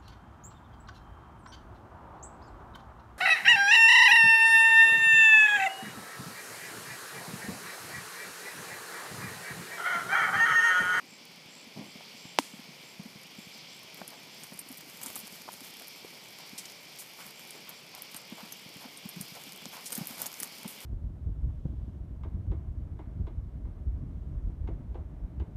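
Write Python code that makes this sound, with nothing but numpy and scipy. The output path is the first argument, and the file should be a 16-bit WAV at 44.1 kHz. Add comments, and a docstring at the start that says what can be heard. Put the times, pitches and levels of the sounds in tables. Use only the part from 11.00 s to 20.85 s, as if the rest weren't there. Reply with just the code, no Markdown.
"""A horse gallops round a barrel on a dirt arena at night, heard from the rail.
Far insects hiss and nearer ones rasp their wings in turn; hooves thud, scuff and knock, dirt sprays.
At 1.4 s something hard clicks right beside the listener. From 2.2 s the metal of the tack clinks.
Near 6.2 s the horse treads softly round the barrel, then pounds out of the turn, flinging sand."""
import sys
import numpy as np
from scipy import signal
from scipy.fft import rfft, irfft
from scipy.io import wavfile
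from scipy.ndimage import uniform_filter1d

SR = 44100
rng = np.random.default_rng(int(sys.argv[2]) if len(sys.argv) > 2 else 0)


def dump(signal):
    """Clip the signal to [-1, 1] and save it as 16-bit WAV at the path in sys.argv[1]."""
    limited = np.clip(np.atleast_2d(signal).T, -1, 1)
    pcm = np.round(limited * 32767).astype(np.int16)
    wavfile.write(sys.argv[1], SR, pcm)


N = 434385
T = np.arange(N) / SR

# hooves scraping through dirt: start_s, level_db, pitch_hz
HOOF_SCUFFS = [(.76, -43, 214), (2.974, -54, 398), (3.11, -55.5, 810), (4.015, -58, 900), (5.38, -55, 1000),
               (6.182, -53.5, 1190), (6.54, -55.5, 397), (6.669, -56, 1210), (6.935, -53, 1040),
               (7.135, -56.5, 1210), (7.372, -50.5, 1010), (7.805, -52, 890), (8.35, -54, 790),
               (8.725, -49, 970), (8.96, -53.5, 850), (9.089, -54.5, 900), (9.19, -49, 860),
               (9.421, -56, 890)]
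# spectrum of crushed dirt: pitch_ratio, level_db
DIRT_COLOUR = [(.2, -12), (.35, -10), (.65, 5.5), (1, 6.5), (1.5, -1), (2.2, -4), (4.7, -10.5), (10, -43)]
# jolts of bit, chain and buckles: start_s, level_db, pitch_hz, relative_ring_db
TACK_CLINKS = [(2.233, -34, 8200, -20), (3.078, -25.5, 10400, -9), (3.435, -31, 8750, -2),
               (3.5405, -36, 9800, -10), (3.59, -27, 9170, 4), (3.688, -32, 10700, -14),
               (3.773, -31, 11700, -9), (4.061, -24, 9400, -9), (4.067, -30, 7300, -3),
               (4.082, -34, 10000, 0), (4.1565, -18.5, 11800, -19), (4.176, -28, 12500, 1),
               (4.19, -30, 13600, -2), (4.201, -32, 10200, -10), (4.5305, -34, 10400, -11),
               (4.881, -30, 12500, -17), (6.2643, -34, 11600, -9), (6.507, -27, 9700, -20),
               (6.6922, -23.5, 12800, -12), (7.021, -24.5, 12200, -20), (7.164, -30, 8850, 12),
               (7.522, -32, 11300, 0), (7.5224, -32, 6280, 5), (7.973, -33, 8970, -4),
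               (8.09, -27.5, 11400, 2), (8.211, -24.5, 8940, -8), (8.213, -42, 13200, 4),
               (8.921, -26, 8900, 9), (8.927, -24, 8940, -2), (8.977, -26, 13000, -15),
               (9.071, -20.5, 11400, -25), (9.2175, -17, 11500, -18), (9.259, -23, 6500, -14),
               (9.2635, -28, 6940, -4), (9.34, -34, 8800, -20), (9.401, -21.5, 10700, -9),
               (9.431, -21, 9400, -9)]
# resonances of the tack: pitch_hz, level_db, t60_s
TACK_MODES = [(8850, -3, .06), (9900, -6, .05), (11270, -1, 0.059), (12460, 4, 0.044), (12970, -5, 0.05)]


def undb(db):
    """Decibels to gain."""
    return 10 ** (np.asarray(db) / 20)


def unit(x):
    """Scale to rms 1."""
    return x / np.sqrt(np.mean(x ** 2))


def unit_peak(x):
    """Scale to peak 1."""
    return x / np.abs(x).max()


def noise(size):
    """White noise."""
    return rng.standard_normal(size)


def add(out, start_s, x):
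    """Mix x into out from start_s."""
    i = max(int(start_s * SR), 0)
    out[i:i + len(x)] += x[:N - i]


def highpass(x, hz):
    """Second-order low cut."""
    return signal.sosfilt(signal.butter(2, hz, "high", fs=SR, output="sos"), x)


def colour(x, points, pitch=1):
    """Filter by (frequency, dB) points, frequencies multiplied by pitch; rms 1."""
    hz, db = np.transpose(points)
    bins_hz = np.maximum(np.fft.rfftfreq(len(x), 1 / SR), 1)
    gain = undb(np.interp(np.log(bins_hz), np.log(hz * pitch), db))
    return unit(irfft(rfft(x) * gain, len(x)))


def band(x, hz, width_hz):
    """Steep resonance around hz; rms 1."""
    detune = (np.fft.rfftfreq(len(x), 1 / SR) - hz) / (width_hz / 2)
    return unit(irfft(rfft(x) / (1 + detune ** 4) ** .5, len(x)))


def walk(rate_hz):
    """Random held levels, smoothed twice; rms 1."""
    hold = int(SR / rate_hz)
    steps = np.repeat(noise(N // hold + 1), hold)
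    return unit(uniform_filter1d(uniform_filter1d(steps, hold), hold)[:N])


def fade(t, t60_s):
    """Exponential decay, 60 dB in t60_s."""
    return np.exp(-np.log(1000) * t / max(t60_s, 1e-4))


def swell(t, peak_s, power):
    """Smooth rise to 1 at peak_s, then a longer fall."""
    u = t / max(peak_s, 1e-4)
    return (u * np.exp(1 - u)) ** power


def grains(size, per_s, spread_db):
    """Sparse impulses of uneven strength."""
    impulses = (rng.random(size) < per_s / SR) * noise(size)
    return impulses * undb(spread_db * rng.exponential(size=size).clip(0, 4))


def night():
    """Open air and a wavering chorus of far insects; both come up slightly at first."""
    # air spectrum: frequency_hz, level_db
    air_colour = [(18, -59), (30, -44), (95, -9), (160, 4.5), (290, -2), (415, -1.5), (988, -4), (1190, -8),
                  (1720, -9.5), (2290, 2), (2610, -4.5), (3870, -11.5), (4780, -4.5), (6720, -14.5),
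                  (13700, -23.5), (14800, -21), (16000, -38)]
    # insect hiss: centre_hz, width_hz, level_db
    insect_bands = [(2355, 260, -64.5), (3160, 820, -57.5), (4840, 1570, -56.5)]
    # chorus contour: time_s, relative_db
    contour = [(0.0, -54), (1.15, -49), (2.14, -53), (2.6, -47.5), (3.68, -53), (4.77, -47.5),
               (5.21, -50.5), (9.85, -49)]
    air = undb(-53 + .4 * walk(7)) * colour(noise(N), air_colour)
    chorus = sum(undb(db + 1.14 * walk(8) + 1.2 * walk(30)) * band(noise(N), hz, width_hz)
                 for hz, width_hz, db in insect_bands)
    chorus *= unit(undb(np.interp(T, *np.transpose(contour))))
    return (air + chorus) * undb(np.interp(T, [0, .84], [-2, 0]))


def airborne_dirt(fling_db=-3, shake_db=-22):
    """Gain of the spray: a slow level that jumps after each scuff and each jolt of the tack."""
    # falling dirt, louder with the horse's speed and nearness: time_s, level_db
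    contour = [(0.0, -71), (0.82, -64.5), (3.32, -61), (4.11, -51), (5.35, -58.5), (6.39, -55),
               (6.72, -63.5), (8.47, -54.5), (9.13, -47.5), (9.85, -53)]
    fling, shake, t = np.zeros(N), np.zeros(N), T[:SR // 2]
    for start_s, _, _ in HOOF_SCUFFS:
        add(fling, start_s, undb(fling_db) * swell(t, peak_s=.0074, power=.53))
    for start_s, db, _, _ in TACK_CLINKS:
        add(shake, start_s, undb(db + shake_db) * fade(t, t60_s=.071))
    slow_gain = undb(np.interp(T, *np.transpose(contour)))
    return np.hypot(slow_gain * (1 + fling), shake)


def spray(crackle_db=-2, jingle_db=-12):
    """Thrown sand falls in an uneven rush, crumbs tick in it and the tack stirs faintly."""
    # falling sand: frequency_hz, level_db
    sand_colour = [(1500, 1), (3500, -3), (6500, 0.5), (9000, 0), (13500, 2.5), (15500, -5)]
    flutter_db = 1.5 * walk(90) + 1.8 * walk(25) + 1.8 * walk(11)
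    sand = undb(flutter_db) * colour(grains(N, per_s=8000, spread_db=1.3), sand_colour)
    landings, t = np.zeros(N), T[:SR // 8]
    gaps_s = rng.uniform(.003, .03, N // 100)
    landings[np.cumsum(gaps_s * SR).astype(int).clip(0, N - 1)] = 1
    crumb_envelope = signal.fftconvolve(landings * rng.random(N) ** 2, fade(t, t60_s=.0092))[:N]
    crackle = colour(crumb_envelope * noise(N), sand_colour)
    jingle = np.zeros(N)
    for hz, db, t60_s in TACK_MODES:
        ring = undb(db) * np.sin(2 * np.pi * hz * t) * fade(t, t60_s)
        jingle += signal.fftconvolve(grains(N, per_s=120, spread_db=3.6), ring)[:N]
    mix = sand + undb(crackle_db) * crackle + undb(jingle_db) * unit(jingle)
    return undb(-2.5) * airborne_dirt() * mix


def hoof(hz, peak_s=.0077, earth_db=-17, crumb_db=-24):
    """Soft soil takes a hoof gradually and swings unevenly; crumbs crush, loose earth settles."""
    t = T[:SR // 5]
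    wobble_rad = .18 * band(noise(len(t)), hz / 2, width_hz=hz)
    load = swell(t, peak_s, power=4.8 * np.exp(rng.normal(0, .52)))
    blow = load * np.cos(2 * np.pi * hz * (t - peak_s) + rng.normal(0, .65) + wobble_rad)
    settling = fade(t, t60_s=.18) * np.minimum(t / peak_s, 1)
    earth = band(noise(len(t)), hz=270, width_hz=170) * settling
    crumbs = colour(grains(len(t), per_s=2500, spread_db=.8), DIRT_COLOUR, pitch=800)
    return blow + undb(earth_db) * earth + undb(crumb_db) * crumbs * swell(t, peak_s, power=1)


def patter(count=135, per_s=13, pitch_hz=209, turn_s=6.2, turn_sigma_s=.65, turn_db=-21):
    """Light footfalls, uneven in time, weight and pitch, softest in the turn."""
    out = np.zeros(N)
    for k, (late, weight, detune) in enumerate(noise((count, 3)).clip(-2, 2)):
        start_s = (k + .3 * late) / per_s % T[-1]
        in_turn = np.exp(-((start_s - turn_s) / turn_sigma_s) ** 2 / 2)
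        db = -52 + 1.5 * weight + turn_db * in_turn
        add(out, start_s, undb(db) * hoof(pitch_hz * np.exp(.22 * detune)))
    return out


def chirp(length_s, hz, strokes_per_s=68, fall_hz=520, rasp_hz=1000):
    """A single call of rasping wings; each stroke slides down in pitch."""
    t = T[:int(length_s * SR)]
    stroke = (t * strokes_per_s + rng.random()) % 1
    pitch_hz = hz + fall_hz * (.5 - stroke) + rasp_hz * noise(len(t))
    gate = np.sin(np.pi * stroke) ** 2 * np.sin(np.pi * t / length_s) ** .5
    return unit(gate * np.sin(2 * np.pi * np.cumsum(pitch_hz) / SR))


def chirps(pitch_hz=7490, scatter_hz=90, faint_from_s=2.9, faint_db=-68, gap_s=.2):
    """Nearer insects rasp their wings in turn, carrying on more faintly later."""
    # near calls: start_s, level_db
    calls = [(.07, -62), (.48, -62), (.535, -62), (.83, -65), (1.145, -63), (1.235, -62), (1.475, -64),
             (1.83, -63.5), (2.36, -63), (2.49, -67), (2.68, -63)]
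    out = np.zeros(N)
    for start_s, db in calls:
        add(out, start_s, undb(db) * chirp(length_s=.12, hz=rng.normal(pitch_hz, scatter_hz)))
    for slot_s in np.arange(faint_from_s, T[-1] - gap_s, gap_s):
        start_s = slot_s + .1 * rng.random()
        db = rng.normal(faint_db, 2)
        add(out, start_s, undb(db) * chirp(length_s=.09, hz=rng.normal(pitch_hz, scatter_hz)))
    return out


def ticks(sizzle_db=-17):
    """Grit strikes shoe or buckle: a short snap and a faint sizzle."""
    # grit on metal: start_s, peak_db, centre_hz
    strikes = [(0.254, -35, 11900), (2.945, -31, 12500), (2.979, -34, 12000), (3.1047, -34, 10000),
               (3.615, -32, 12100), (3.717, -31, 12800), (3.727, -31, 11000), (3.782, -29, 11500),
               (4.131, -31, 12800), (6.9501, -27.5, 12000), (7.1453, -26, 8000), (8.522, -29, 7640),
               (8.6562, -22.5, 6000), (8.949, -31, 8000), (9.0944, -32, 12400), (9.3418, -26, 7500),
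               (9.427, -25, 9000), (9.432, -17.5, 8750), (9.6794, -27, 10100)]
    out, t = np.zeros(N), T[:SR // 25]
    envelope = fade(t, t60_s=.0025) + undb(sizzle_db) * fade(t, t60_s=.019)
    for start_s, db, hz in strikes:
        tick = band(noise(len(t)), hz, width_hz=7000) * envelope
        add(out, start_s, undb(db) * unit_peak(tick))
    return out


def thuds():
    """Heavy footfalls on soft soil."""
    # hoof landings: start_s, level_db, pitch_hz
    footfalls = [(0.665, -43, 222), (0.757, -45, 248), (0.782, -34, 244), (0.805, -38.5, 275),
                 (0.951, -40.5, 221), (1.144, -48, 226), (1.247, -36.5, 201), (1.534, -37, 211),
                 (1.588, -40, 226), (1.685, -43, 205), (1.992, -33.5, 187), (2.052, -38, 222),
                 (2.151, -41, 179), (2.381, -37, 208), (2.465, -39, 164), (3.01, -40, 196),
                 (3.423, -44, 202), (3.517, -39, 185), (3.7, -39.5, 259), (3.865, -46, 275),
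                 (4.061, -43, 258), (4.155, -48, 240), (4.229, -43.5, 209), (4.322, -47, 195),
                 (4.611, -42, 250), (5.526, -40, 216), (7.142, -39.5, 215), (7.318, -32.5, 225),
                 (7.427, -38.5, 205), (7.656, -41.5, 173), (7.756, -40, 176), (7.851, -41, 242),
                 (8.051, -33.5, 202), (8.162, -34, 179), (8.2, -33.5, 182), (8.315, -40.5, 168),
                 (8.463, -45.5, 266), (8.618, -45, 199), (8.657, -38.5, 210), (8.976, -30.5, 222),
                 (9.007, -28.5, 173), (9.102, -39, 237), (9.411, -43.5, 286), (9.65, -30, 210)]
    out = np.zeros(N)
    for start_s, db, hz in footfalls:
        add(out, start_s, undb(db) * hoof(hz))
    return out


def scuffs(gain_db=1):
    """A sliding hoof crushes many crumbs of dirt in a short rush."""
    out, t = np.zeros(N), T[:SR // 4]
    for start_s, db, hz in HOOF_SCUFFS:
        crumbs = colour(grains(len(t), per_s=1800, spread_db=1.4), DIRT_COLOUR, hz)
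        add(out, start_s, undb(db + gain_db) * swell(t, peak_s=.018, power=.48) * crumbs)
    return out


def knocks(gain_db=1):
    """Hoof on hoof or on a hard clod gives a woody tock; a breaking clod adds a dry crack."""
    # hard contacts: start_s, level_db, pitch_hz, relative_crack_db
    contacts = [(1.008, -39.5, 850, -15), (3.0155, -34, 680, -0.5), (3.521, -40, 517, -7),
                (4.06, -36.5, 850, -10), (4.162, -36, 1000, -5), (4.4795, -35, 850, -22),
                (4.488, -31, 880, -17), (4.812, -45, 750, -15), (5.047, -35, 530, -24),
                (7.147, -49.5, 1300, 11), (7.32, -41, 800, -15), (8.656, -37, 710, -10),
                (9.647, -36, 870, -16)]
    # tock spectrum: pitch_ratio, level_db
    tock_colour = [(.3, -23), (.55, -15), (.75, 5), (1.05, 10.5), (1.6, -4.5), (2.2, -20), (5, -26)]
    # crack spectrum: frequency_hz, level_db
    crack_colour = [(400, -11), (1500, 10), (2900, 4), (6000, -33)]
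    out, t = np.zeros(N), T[:SR // 10]
    for start_s, db, hz, crack_db in contacts:
        tock = unit_peak(colour(noise(len(t)), tock_colour, hz) * fade(t, t60_s=.021))
        crack = unit_peak(colour(noise(len(t)), crack_colour) * fade(t, t60_s=.025))
        add(out, start_s, undb(db + gain_db) * (tock + undb(crack_db) * crack))
    return out


def click(start_s=1.3876, gain_db=-2.5, body_hz=275):
    """One hard tap close by: crack, knock, a low body that swings up late, rattle and rustle."""
    # resonances of the struck object: pitch_hz, level_db, t60_s
    modes = [(980, -4.5, 0.0075), (2740, -1, 0.0012), (4870, -7, 0.0013)]
    out, t = np.zeros(N), T[:SR // 2]
    crack = .53 * swell(t, peak_s=.00008, power=6.3)
    knock = sum(undb(db) * np.sin(2 * np.pi * hz * t) * fade(t, t60_s) for hz, db, t60_s in modes)
    body = undb(-24) * swell(t, peak_s=.0066, power=2.5) * np.sin(2 * np.pi * body_hz * t)
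    grit = band(noise(len(t)), hz=6000, width_hz=8900)
    rattle = undb(-27) * fade(t, t60_s=.056) * grit
    rustle = undb(-47.5) * swell(t, peak_s=.049, power=1.9) * grit
    tap = highpass(crack + knock + rattle + rustle, hz=380)
    add(out, start_s, undb(gain_db) * (tap + body))
    return out


def clinks(gain_db=-1.5, width_hz=4600, rise_s=.00046, slide_s=.0012):
    """Links slide, then chatter, briefly if tight; a free one rings on and sets the tack ringing."""
    out, t = np.zeros(N), T[:SR // 6]
    before_s = T[:SR // 100][::-1]
    for start_s, db, hz, ring_db in TACK_CLINKS:
        chatter = band(noise(len(t)), hz, width_hz) * fade(t, t60_s=.017 * np.exp(ring_db / 30))
        roughness_rad = .12 * np.cumsum(noise(len(t)))
        link = np.sin(2 * np.pi * hz * t + roughness_rad)
        partials = sum(rng.random() * np.sin(2 * np.pi * rng.normal(mode_hz, 25) * t)
                       for mode_hz, _, _ in TACK_MODES)
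        ring = (link + undb(-5) * partials) * fade(t, t60_s=.052)
        clink = unit_peak((chatter + undb(ring_db) * ring) * np.minimum(t / rise_s, 1))
        slide = undb(-20) * band(noise(len(before_s)), hz, width_hz) * np.exp(-before_s / slide_s)
        add(out, start_s - before_s[0], undb(db + gain_db) * np.concatenate([slide, clink]))
    return out


def kicks():
    """A hoof flings a fan of sand: a short scratchy rush of grains."""
    # fans of sand: start_s, level_db, rise_s, centre_hz
    fans = [(4.031, -35, 0.0025, 11000), (4.159, -36, 0.0023, 9350), (5.578, -38, 0.0057, 7140),
            (5.654, -40.5, 0.0017, 4450), (5.697, -48, 0.002, 4280), (5.986, -43.5, 0.0089, 9600),
            (6.975, -54, .004, 11000), (7.113, -52, .003, 10500), (8.856, -39, 0.0065, 8000),
            (8.951, -32.5, 0.002, 10000), (9.076, -46, .003, 11800), (9.263, -33, .002, 11500),
            (9.435, -40, 0.0029, 10500), (9.676, -45.5, 0.011, 11500)]
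    out, t = np.zeros(N), T[:SR // 8]
    for start_s, db, rise_s, hz in fans:
        sand = highpass(grains(len(t), per_s=11000, spread_db=.53), hz=2500)
        add(out, start_s, undb(db) * swell(t, rise_s, power=.51) * band(sand, hz, width_hz=7000))
    return out


def scene():
    """Horse, dirt, insects and the click, in mono."""
    hooves = thuds() + patter() + scuffs() + knocks()
    metal = clinks() + ticks()
    dirt = kicks() + spray()
    return (hooves + metal + dirt + chirps() + click() + night())[None]


def record(dry, bass_hz=95, top_hz=15300):
    """Roll off the deep bass and cut the top steeply."""
    lowpass = signal.ellip(10, .2, 70, top_hz, fs=SR, output="sos")
    return signal.sosfilt(lowpass, highpass(dry, bass_hz))


dry = scene()
out = record(dry)
dump(out)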